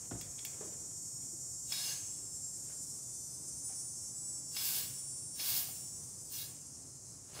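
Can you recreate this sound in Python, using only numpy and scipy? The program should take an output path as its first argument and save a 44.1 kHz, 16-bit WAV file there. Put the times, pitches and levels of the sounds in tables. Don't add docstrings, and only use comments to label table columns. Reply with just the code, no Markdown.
import sys
import numpy as np
from scipy import signal
from scipy.fft import rfft, irfft
from scipy.io import wavfile
from scipy.ndimage import uniform_filter1d

SR = 44100
rng = np.random.default_rng(int(sys.argv[2]) if len(sys.argv) > 2 else 0)


def store_pcm(level_fs):
    pcm = np.round(np.clip(level_fs, -1, 1) * 32767).astype(np.int16)
    wavfile.write(sys.argv[1], SR, np.atleast_2d(pcm).T)


def ratio_of_db(decibels):
    return 10 ** (np.asarray(decibels, float) / 20)


N = 326340
TIME = np.arange(N) / SR


def rms_one(x):
    return x / np.sqrt(np.mean(x ** 2) + 1e-20)


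def curve(rows):
    s, *columns = np.transpose(rows)
    return [np.interp(TIME, s, c) for c in columns]


def at_hz(points, hz):
    point_hz, value = np.transpose(points)
    return np.interp(np.log(hz), np.log(point_hz), value)


def colour(x, points):
    hz = np.maximum(np.fft.rfftfreq(N, 1 / SR), 1)
    return rms_one(irfft(rfft(x) * ratio_of_db(at_hz(points, hz)), N))


def high_pass(x, order, hz):
    return signal.sosfiltfilt(signal.butter(order, hz, "high", fs=SR, output="sos"), x)


def band_pass(x, order, low_hz, high_hz):
    return signal.sosfilt(signal.butter(order, [low_hz, high_hz], "band", fs=SR, output="sos"), x)


def drift(rate_hz, at=np.arange(N)):
    step = max(1, int(SR / rate_hz / 16))
    sos = signal.butter(2, rate_hz, fs=SR / step, output="sos")
    slow = signal.sosfilt(sos, rng.standard_normal(N // step + 202))[200:]
    return np.interp(at / step, np.arange(len(slow)), rms_one(slow))


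def ring(clicks, hz, t60):
    r, w = ratio_of_db(-60 / (t60 * SR)), 2 * np.pi * hz / SR
    return signal.lfilter([0, np.sin(w)], [1, -2 * r * np.cos(w), r * r], clicks + 1e-18)


def resonate(x, hz, width):
    r = np.exp(-np.pi * width / SR)
    gain = (1 - r * r) / 2
    return signal.lfilter([gain, 0, -gain], [1, -2 * r * np.cos(2 * np.pi * hz / SR), r * r], x)


# frequency in Hz, t60 in s.
REVERB_TIME = [(100, 0.73), (1000, 0.66), (4000, 0.37), (12000, 0.34)]


def garage(x):
    t, edges_hz = TIME[:SR], [40, 300, 1000, 2500, 6000, 11000, 19000]
    white, tail = rng.standard_normal(SR), 0
    for low, high in zip(edges_hz, edges_hz[1:]):
        t60 = at_hz(REVERB_TIME, np.sqrt(low * high))
        tail = tail + band_pass(white, 2, low, high) * ratio_of_db(-60 * t / t60)
    tail = tail * np.clip(t / 0.019, 0, 1)
    return signal.fftconvolve(x, tail / np.sqrt(np.sum(tail ** 2)))[:N]


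ORDERS = np.arange(16, 82)
CYCLE_SIZE = 32768


def partial_levels(cycle_rows, fringe, odd_db):
    uneven = 3.5 * rng.standard_normal(len(ORDERS)) * (ORDERS > 52)
    order_db = np.interp(ORDERS, *np.transpose(fringe)) + odd_db * (ORDERS % 2) + uneven
    order_db[[int(k) - ORDERS[0] for k, db in cycle_rows]] = [db for k, db in cycle_rows]
    return order_db


def tymbal_phase(pitch):
    rate_hz = curve(pitch)[0]
    sagging = np.clip(-np.gradient(rate_hz) * SR / 10, 0, 1)
    unsteady = (.0011 + .002 * sagging) * drift(20.0) + .0012 * drift(5.0)
    return np.cumsum(rate_hz) / SR + unsteady


def shimmer():
    at = np.arange(0, N, 64)
    swell_db, flicker_db = 1.5 * drift(2.5, at), 2.4 * drift(22.0, at)
    return np.interp(np.arange(N), at, ratio_of_db(swell_db + flicker_db))


def tymbals(order_db, at):
    partials = np.zeros((7, CYCLE_SIZE // 2 + 1), complex)
    partials[ORDERS % 7, ORDERS] = ratio_of_db(order_db) * np.exp(2j * np.pi * rng.random(len(ORDERS)))
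    cycles = irfft(partials) / np.std(irfft(partials.sum(axis=0)))
    return sum(shimmer() * cycle[at] for cycle in cycles)


def abdomen_flutter(order_db, phase, at):
    sides = np.zeros((2, CYCLE_SIZE // 2 + 1), complex)
    chance = rng.standard_normal((2, len(ORDERS), 2)) @ [1, 1j]
    sides[:, ORDERS] = ratio_of_db(uniform_filter1d(order_db, size=3)) * chance
    sides = irfft(sides) / np.std(irfft(sides))
    turn = 2 * np.pi * .289 * phase
    return sides[0][at] * np.cos(turn) + sides[1][at] * np.sin(turn)


def cicada(pitch, level, cycle_rows, fringe, odd_db, path, wet_db, flutter_db):
    order_db = partial_levels(cycle_rows, fringe, odd_db)
    phase = tymbal_phase(pitch)
    at = (phase % 1 * CYCLE_SIZE).astype(int) % CYCLE_SIZE
    buzz = tymbals(order_db, at) + ratio_of_db(flutter_db) * abdomen_flutter(order_db, phase, at)
    buzz = buzz * ratio_of_db(curve(level)[0])
    buzz = (buzz + ratio_of_db(wet_db) * garage(buzz)) / np.sqrt(1 + ratio_of_db(2 * wet_db))
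    hz = np.arange(3000., 13500.)
    lift_db = sum(db / (1 + (2 * (hz - top_hz) / width) ** 2) for top_hz, width, db in path)
    return irfft(rfft(buzz) * ratio_of_db(np.interp(np.fft.rfftfreq(N, 1 / SR), hz, lift_db)), N)


# time in seconds, cycles in Hz.
FIRST_RATE = [(0, 194.28), (.3, 194.4), (1.5, 194.43), (1.8, 194.29), (2.1, 193.79), (2.5, 192.95),
              (2.8, 191.4), (3.1, 189.2), (3.4, 185.1), (3.6, 181.06), (3.7, 181.87), (3.8, 184.78),
              (3.9, 184.13), (4.2, 178.3), (4.5, 171.16)]
# time in seconds, level in dB.
FIRST_LOUDNESS = [(0, -47.5), (1.2, -46.5), (1.8, -44.5), (2.1, -48.5), (2.4, -47.5), (2.7, -49.5),
                  (2.9, -47.5), (3.4, -53.5), (3.65, -53), (3.85, -55), (4.049, -57.5), (4.5, -59),
                  (4.7, -95)]
# multiple of the tymbal rate, level in dB.
FIRST_PARTIALS = [(23, -30.0), (24, -23.0), (25, -23.5), (26, -26.0), (27, -22.5), (28, -9.5), (29, -15.5),
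                  (30, -8.0), (31, -16.5), (32, -16.5), (33, -7.0), (34, -17.5), (35, -2.5), (36, -10.5),
                  (37, 0.0), (38, -13.5), (39, -4.5), (40, -7.5), (41, -14.5), (42, -6.0), (43, -8.0),
                  (44, -12.0), (45, -9.0), (46, -10.5), (47, -21.5), (48, -17.0), (49, -19.0), (50, -22.5),
                  (51, -23.5), (52, -23.0)]
# multiple of the tymbal rate, level in dB.
FIRST_OUTER = [(16, -37), (18, -54), (20, -45), (22, -33.5), (53, -16.5), (65, -26.5), (70, -30.5),
               (81, -40)]
# frequency in Hz, width in Hz, lift in dB.
FIRST_ECHOES = [(4423.0, 50, 3.4), (4612.0, 50, 4.0), (4810.0, 50, 3.3), (5005.0, 50, 4.4),
                (5218.0, 25, 7.8), (5416.0, 25, 4.0), (5533.0, 50, 8.2), (5617.0, 12, 5.3),
                (5803.0, 25, -3.5), (5833.0, 12, 2.5), (5977.0, 50, 11.3), (6010.0, 12, 4.4),
                (6025.0, 6, -2.9), (6403.0, 12, 12.5), (6469.0, 6, 6.4), (6571.0, 25, 5.4),
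                (6766.0, 12, -5.0), (6805.0, 6, 4.3), (6871.0, 50, -5.2), (6976.0, 25, 5.4),
                (7045.0, 25, -4.5), (7111.0, 6, 4.4), (7189.0, 6, 2.7), (7321.0, 50, 10.5),
                (7531.0, 50, 10.6), (7567.0, 12, -3.8), (7744.0, 50, 6.0), (7771.0, 6, -4.7),
                (7819.0, 25, 7.1), (7852.0, 50, 4.1), (7933.0, 6, 6.7), (7945.0, 6, -5.4),
                (7948.0, 25, 12.4), (7951.0, 6, 5.2), (7972.0, 6, -3.1), (8116.0, 25, -5.6),
                (8167.0, 12, 6.3), (8284.0, 50, 4.1), (8404.0, 50, 6.0), (8494.0, 12, 5.6),
                (8698.0, 50, 9.3), (8722.0, 12, 3.6), (8746.0, 6, -2.9), (8956.0, 50, 7.6),
                (9007.0, 12, 6.3), (9094.0, 50, 10.0), (9115.0, 6, 6.3), (9139.0, 6, -3.0),
                (9628.0, 50, 4.3), (10075.0, 25, 5.1)]


def first_cicada():
    return ratio_of_db(-2.5) * cicada(FIRST_RATE, FIRST_LOUDNESS, FIRST_PARTIALS, FIRST_OUTER, odd_db=-13.0,
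                              path=FIRST_ECHOES, wet_db=-11.0, flutter_db=-11.0)


# time in seconds, cycles in Hz.
SECOND_RATE = [(0, 191.64), (.3, 193.2), (.9, 195.33), (1.5, 196.04), (2.1, 196.42), (2.7, 196.52),
               (3.6, 197.29), (4.5, 197.9), (5.1, 198.2), (5.6, 198.46), (5.84, 198.08), (5.96, 197.67),
               (6.2, 195.76), (6.32, 193.61), (6.68, 185.94), (6.92, 183.07), (7.4, 174.52)]
# time in seconds, level in dB.
SECOND_LOUDNESS = [(0, -88), (.5, -69), (1.2, -55), (1.6, -57), (2.1, -47.5), (2.85, -42.5), (3.08, -45),
                   (3.3, -43.5), (3.9, -43), (4.2, -44.5), (4.5, -44.5), (5.701, -45), (5.95, -46.5),
                   (6.2, -45), (6.5, -50), (6.901, -52.5), (7.4, -57)]
# multiple of the tymbal rate, level in dB.
SECOND_PARTIALS = [(23, -19.0), (24, -19.0), (25, -19.0), (26, -12.5), (27, -18.0), (28, -6.0), (29, -16.0),
                   (30, -5.5), (31, -14.0), (32, -4.5), (33, -15.5), (34, -7.0), (35, -9.0), (36, -2.5),
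                   (37, -13.0), (38, -1.5), (39, -9.0), (40, -1.5), (41, -8.0), (42, -5.5), (43, -5.5),
                   (44, -6.5), (45, -3.0), (46, -8.0), (47, 0.0), (48, -10.0), (49, -5.5), (50, -13.0),
                   (51, -11.0), (52, -24.0)]
# multiple of the tymbal rate, level in dB.
SECOND_OUTER = [(16, -36.5), (22, -37), (53, -13), (64, -19.5), (68, -25.5), (81, -35)]
# frequency in Hz, width in Hz, lift in dB.
SECOND_ECHOES = [(3545, 16, 14), (3568, 8, 9), (3958, 14, 8), (4130, 20, 12), (4666.0, 50, 5.7),
                 (5125.0, 12, 6.0), (5500.0, 12, -3.9), (5548.0, 25, 10.5), (5752.0, 12, 5.4),
                 (5893.0, 6, -5.1), (5914.0, 25, 7.6), (5929.0, 6, 3.4), (6163.0, 50, 5.0),
                 (6316.0, 12, 6.1), (6457.0, 50, 5.1), (6547.0, 6, 5.1), (6691.0, 50, 3.7),
                 (6916.0, 12, 4.0), (7129.0, 25, 8.3), (7240.0, 50, 7.9), (7330.0, 25, 2.7),
                 (7528.0, 25, 5.7), (7717.0, 25, 7.8), (7855.0, 6, 3.6), (7886.0, 12, -7.0),
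                 (7912.0, 16, 15.0), (8068.0, 25, 7.8), (8095.0, 6, -5.9), (8128.0, 12, 6.8),
                 (8248.0, 6, 3.7), (8269.0, 6, -5.8), (8278.0, 50, 7.7), (8290.0, 6, 3.8),
                 (8329.0, 25, -4.5), (8464.0, 12, -4.6), (8500.0, 6, 4.0), (8515.0, 12, 4.8),
                 (8653.0, 12, -4.6), (8689.0, 25, 9.0), (8713.0, 6, 4.7), (8893.0, 6, -5.4),
                 (8905.0, 6, 3.5), (8935.0, 50, 8.3), (9058.0, 12, 10.5), (9250.0, 25, -3.5),
                 (9280.0, 12, 3.0), (9289.0, 50, 6.1), (9302.0, 10, -7.0), (9315.0, 10, 6.0),
                 (9487.0, 25, 5.6), (9625.0, 12, 3.3), (9709.0, 12, 8.7), (9859.0, 50, 5.3),
                 (10033.0, 12, 4.7), (10081.0, 12, 8.4), (12610, 13, 12)]


def second_cicada():
    return ratio_of_db(-6.0) * cicada(SECOND_RATE, SECOND_LOUDNESS, SECOND_PARTIALS, SECOND_OUTER, odd_db=0.5,
                              path=SECOND_ECHOES, wet_db=-7.5, flutter_db=-19.0)


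# time in seconds, level in dB, extra treble in dB.
CHORUS_SWELL = [(0, -55, 3), (1.6, -56, 4), (2.8, -55.5, 1), (3.5, -53.5, -7), (5.3, -55.5, -8),
                (5.9, -52.5, -2), (6.4, -53.5, -1), (7.4, -54, -1)]
# frequency in Hz, density in dB per Hz.
CHORUS_SPECTRUM = [(2500, -58), (3900, -37), (4650, -19.5), (5100, -11), (5500, -7.5), (6500, -3),
                   (7500, -2), (8500, -7.5), (9500, -4.5), (10500, -14.5), (11500, -20), (12500, -21),
                   (13500, -27), (15800, -27)]


def far_chorus():
    level_db, treble_db = curve(CHORUS_SWELL)
    far = colour(rng.standard_normal(N), CHORUS_SPECTRUM)
    treble, top = high_pass(far, 4, 10500), high_pass(far, 4, 13100)
    far = far + (ratio_of_db(treble_db) - 1) * treble
    far = far + (ratio_of_db(np.minimum(treble_db, 0)) - 1) * ratio_of_db(treble_db) * top
    return far * ratio_of_db(level_db + .6 * drift(5.0))


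# frequency in Hz, density in dB per Hz.
RUMBLE_SPECTRUM = [(18, -37), (30, -49), (45, -11), (133, 2), (185, -6.5), (223, -9.5), (286, -7.5),
                   (317, -10.5), (479, -16), (627, -18.5), (1120, -23), (1590, -30), (3280, -35.5),
                   (3490, -35.5), (4200, -29.5), (5460, -57), (9240, -120)]


def rumble():
    return colour(rng.standard_normal(N), RUMBLE_SPECTRUM) * ratio_of_db(-58 + .8 * drift(3.0))


# peak in seconds, rise and fall over 20 dB in seconds, level in dB.
RUB_STROKES = [
    (.06, 0.3, 0.046, -64),
    (.112, 0.0065, 0.087, -56),
    (.2, 0.085, 0.3, -67.5),
    (.548, 0.32, 0.089, -61),
    (.628, 0.11, 0.45, -63),
    (2.708, .1, 0.13, -62.5),
    (3.7, 0.034, 0.15, -63.5),
    (7.4, 0.11, 0.099, -47),
]
# frequency in Hz, density in dB per Hz.
RUB_SPECTRUM = [(150, -4), (400, 7), (900, 2), (2200, -2.5), (4000, -4.5), (8000, -37)]


def rubbing():
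    t = TIME[::16]
    strokes = sum(ratio_of_db(db - 20 * np.maximum((s - t) / rise, (t - s) / fall)) for s, rise, fall, db in RUB_STROKES)
    grains = colour(rng.standard_normal(N) * ratio_of_db(3.4 * drift(460.0)), RUB_SPECTRUM)
    return grains * np.interp(TIME, t, strokes) * ratio_of_db(-2.0)


# start in seconds, crack in dB, snap above 8 kHz in dB, ring
# under the crack in dB.
METAL_TICKS = [(0.1115, -66, -66, -12), (0.124, -61, -65, -12), (0.2104, -53, -60, -21),
               (0.212, -37, -38, -16.5), (0.382, -45, -67, -19), (0.391, -37, -60, -22),
               (0.4501, -31.5, -31.5, -21), (0.4524, -37, -46, -19.5), (0.456, -50, -55, -26),
               (0.608, -55, -68, -14), (0.67, -70, -60, -14), (0.709, -57, -52, -13),
               (0.717, -72, -58, -14), (0.9127, -63, -62, -14), (1.224, -58, -66, -12),
               (1.722, -35.5, -45, -8), (4.378, -57, -63, -19), (4.5665, -34.5, -50, -11),
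               (5.3968, -35.5, -44, -12)]
# frequency in Hz, level in dB, t60 in s.
GUN_BODY = [(860, -7, 0.03), (1690, -25, 0.037), (2320, -6, 0.048), (2700, 4, 0.02), (3340, -2, 0.092),
            (4520, 2.5, 0.029), (5130, 3, 0.052), (5300, 1, 0.044), (6500, -16, .025), (2246, -10, 0.096),
            (2365, -17, 0.2), (3500, -13, 0.12), (4360, -23, 0.12)]
# frequency in Hz, width in Hz, level in dB.
LOOSE_PARTS = [(2440, 310, 7.5), (3500, 250, 6), (4600, 600, 7)]


def ticks():
    size, spike = 9000, 3.5
    out, click, age = np.zeros(N), np.eye(1, size)[0], TIME[:size]
    modes = np.array([ratio_of_db(mode_db) * ring(click, hz, t60) for hz, mode_db, t60 in GUN_BODY])
    bright = signal.butter(2, 8000, "high", fs=SR, output="sos")
    for s, db, snap_db, ring_db in METAL_TICKS:
        dull, sharp = rng.standard_normal((2, size))
        body = ratio_of_db(rng.normal(0, 1.6, len(GUN_BODY))) @ modes
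        crack = band_pass(spike * click + dull * ratio_of_db(-60 * age / .018), 3, 2050, 7000)
        rattle = sum(resonate(dull * ratio_of_db(part_db - 60 * age / 0.31), hz, width)
                     for hz, width, part_db in LOOSE_PARTS)
        snap = signal.sosfilt(bright, spike * click + sharp) * ratio_of_db(-60 * age / 0.024)
        tick = ratio_of_db(db + ring_db) * (body + rattle) + ratio_of_db(db - 3.0) * crack + ratio_of_db(snap_db) * snap
        out[round(s * SR):][:size] += tick
    return out


# start in seconds, peak in dB, pitch in Hz, t60 in s.
HOSE_KNOCKS = [(.113, -36.5, 764, 0.033), (0.113, -46, 1400, 0.06), (.61, -53, 1750, .12),
               (.116, -33.5, 261, 0.1), (0.121, -37, 103, 0.18), (0.126, -44, 149, 0.1),
               (.130, -41.5, 324, 0.17), (0.15, -37.5, 277, 0.087), (.14, -49, 114, 0.096),
               (0.262, -55, 2390, 0.098), (.609, -39, 425, 0.088), (.612, -51, 930, 0.13),
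               (.628, -44, 610, 0.076), (.647, -44.5, 406, 0.13), (.652, -50, 510, 0.12),
               (.672, -46, 325, 0.14), (0.914, -57, 1320, 0.033), (1.331, -51.5, 325, 0.22),
               (1.463, -68, 500, 0.049), (2.7, -58, 1490, 0.078), (3.7, -52, 765, 0.16),
               (3.722, -54, 2290, 0.075), (5.688, -49, 750, 0.083)]


def knocks():
    size, out = SR // 3, np.zeros(N)
    push = np.r_[np.hanning(24) / 12, np.zeros(size - 24)]
    for s, db, hz, t60 in HOSE_KNOCKS:
        noise = rng.standard_normal(size) * ratio_of_db(-60 * TIME[:size] / (1.7 * t60))
        broad = band_pass(noise, 2, 0.41 * hz, 1.7 * hz)
        knock = .9 * ring(push, hz, .7 * t60) + .4 * broad / np.max(abs(broad))
        out[round(s * SR):][:size] += ratio_of_db(db) * knock
    return out


# start in seconds, length in seconds, start and end pitch in Hz, level in dB.
VALVE_WHISTLES = [
    (6.34, 0.17, 4100, 4075, -57),
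    (6.325, .055, 6300, 5650, -46),
    (5.56, 0.14, 725, 700, -61),
    (1.9, 0.03, 1640, 1700, -56),
    (6.34, .09, 3350, 3350, -59),
    (1.7205, .007, 5250, 5150, -30),
    (1.72, .016, 14500, 14300, -44),
    (4.5655, .009, 4950, 4850, -35),
    (4.575, .1, 5195, 5195, -47),
]


def whistles():
    out = np.zeros(N)
    for s, length, start_hz, end_hz, db in VALVE_WHISTLES:
        glide = np.linspace(start_hz, end_hz, round(length * SR))
        tone = np.sin(2 * np.pi * np.cumsum(glide) / SR)
        out[round(s * SR):][:len(glide)] += ratio_of_db(db) * np.hanning(len(glide)) * tone
    return out


# valve opens in seconds, held in seconds, hose rush in dB, jet hiss in dB,
# jet dies in dB per s.
TRIGGER_PULLS = [
    (1.724, 0.18, -46.5, -50, 270),
    (4.568, .22, -45.5, -37, 131),
    (5.402, 0.18, -45, -35, 125),
    (6.338, .08, -53, -45.5, 186),
    (7.349, 0.044, -57, -79, 118),
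]


def bursts():
    squeeze, pop = .075, 0.0097
    knee_db, fast, slow = 20, 79, 55
    knee = knee_db / fast
    rush, jet, modes = np.zeros((3, N))
    for s, held, rush_db, jet_db, jet_dies in TRIGGER_PULLS:
        near = slice(round((s - .2) * SR), round((s + held + .6) * SR))
        age = TIME[near] - s
        shut = np.maximum(TIME[near] - s - held, 0)
        alive = (age > -squeeze - .03) & (shut < .5)
        fade = alive * np.clip(np.minimum(age + squeeze + .03, .5 - shut) / .03, 0, 1)
        opening = np.interp(age, [-squeeze, -.01, 0, min(pop, .9 * held), held], [-33, -6, -0.5, -2, 0])
        dying = fast * np.minimum(shut, knee) + slow * np.maximum(shut - knee, 0)
        rush[near] += fade * ratio_of_db(rush_db + opening - dying)
        rising = np.interp(age, [-squeeze, -.01, min(0.081, held)], [-73, -47.5, jet_db])
        jet[near] += fade * ratio_of_db(np.minimum(rising, jet_db + age.clip(-1, 0) * 60) - jet_dies * shut)
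        shut_db, squeeze_db = -8.5 * np.clip(shut / 0.13, 0, 1), -3.5 * (age < 0)
        modes[near] += alive * ratio_of_db(6 - 0.36 * s + shut_db + squeeze_db)
    leak_s = 5.75
    leak = ratio_of_db(-62 - 45 * np.maximum(TIME - leak_s, 10 * (leak_s - TIME)))
    return rush, jet + leak, modes


# frequency in Hz, width in Hz, level in dB.
HOSE_MODES = [(712, 39, -21), (1116, 52, -17.5), (1540, 17, -15), (1666, 20, -10.5), (2197, 17, -12),
              (2790, 31, -8), (3017, 11, -11.5), (3384, 21, -3.5), (3807, 20.5, -3.5), (4144, 21, -3.5),
              (4286, 65, -5), (4780, 22, 2), (4970, 100, -13.5), (5227, 28, 2.5), (5470, 22, -8.5),
              (5670, 28, -5.5), (5920, 34, -7.5)]
# frequency in Hz, width in Hz, level in dB.
NOZZLE_MODES = [(6360, 130, -7.5), (9000, 420, -15), (10200, 450, -10.5), (12140, 230, -16.5),
                (13900, 270, -18), (15200, 250, -21)]
# frequency in Hz, density in dB per Hz.
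RUSH_SPECTRUM = [(400, -14.5), (700, -13.5), (1500, -14.5), (3000, -7.5), (5000, -29), (6500, -7.5),
                 (9000, -7), (15800, -18.5)]


def hose_rush(rush_gain, jet_gain, mode_gain):
    flowing = np.flatnonzero(rush_gain > 0)
    white, modes, rush = rng.standard_normal(len(flowing)), 0, np.zeros(N)
    blur = np.interp(20 * np.log10(jet_gain[flowing] + 1e-9), [-44, -35], [0, 1])
    widens = 4
    for k, (hz, width, db) in enumerate(list(HOSE_MODES) + list(NOZZLE_MODES)):
        clear = resonate(white, hz, width)
        blurred = resonate(white, .985 * hz, widens * width) / np.sqrt(widens)
        mode = (1 - blur) * clear + blur * blurred
        modes = modes + (-1) ** k * ratio_of_db(db + 1.5 * drift(7.0, at=flowing)) * mode
    rush[flowing] = rms_one(modes)
    rush = rush * mode_gain + ratio_of_db(-3.0) * colour(rng.standard_normal(N), RUSH_SPECTRUM)
    return rush * rush_gain * ratio_of_db(1.0 + 0.24 * drift(15.0))


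# frequency in Hz, density in dB per Hz.
JET_SPECTRUM = [(1500, -27), (3000, -7), (5000, -0.5), (7000, -4), (10000, 2), (13000, 4.5), (15200, 9.5),
                (16000, 0.5)]


def nozzle_jet(jet_gain):
    jet = colour(rng.standard_normal(N) * ratio_of_db(4.8 * drift(14000.0)), JET_SPECTRUM)
    top_gain = ratio_of_db(-8 + 1 * TIME + 1.7 * drift(600.0)) * (100 * jet_gain + 1e-9) ** -0.052
    jet = jet + high_pass(jet, 2, 11500) * (top_gain - 1)
    return jet * jet_gain * ratio_of_db(2.5 + 0.55 * drift(25.0))


def air():
    rush_gain, jet_gain, mode_gain = bursts()
    return hose_rush(rush_gain, jet_gain, mode_gain) + nozzle_jet(jet_gain) + whistles()


def scene():
    outside = first_cicada() + second_cicada() + far_chorus()
    hits, hiss = rubbing() + ticks() + knocks(), air()
    room = garage(ratio_of_db(-10.0) * hits + ratio_of_db(-19.5) * hiss)
    mono = outside + rumble() + hits + hiss + room
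    return np.array([mono, mono])


def roll_off(x):
    return signal.sosfilt(signal.butter(12, 16650, fs=SR, output="sos"), x)


def record(dry):
    no_bass = signal.sosfilt(signal.butter(8, 47, "high", fs=SR, output="sos"), dry)
    no_top = signal.sosfilt(signal.ellip(12, .5, 70, 15720, fs=SR, output="sos"), no_bass)
    return roll_off(no_top)


dry = scene()
out = record(dry)
store_pcm(out)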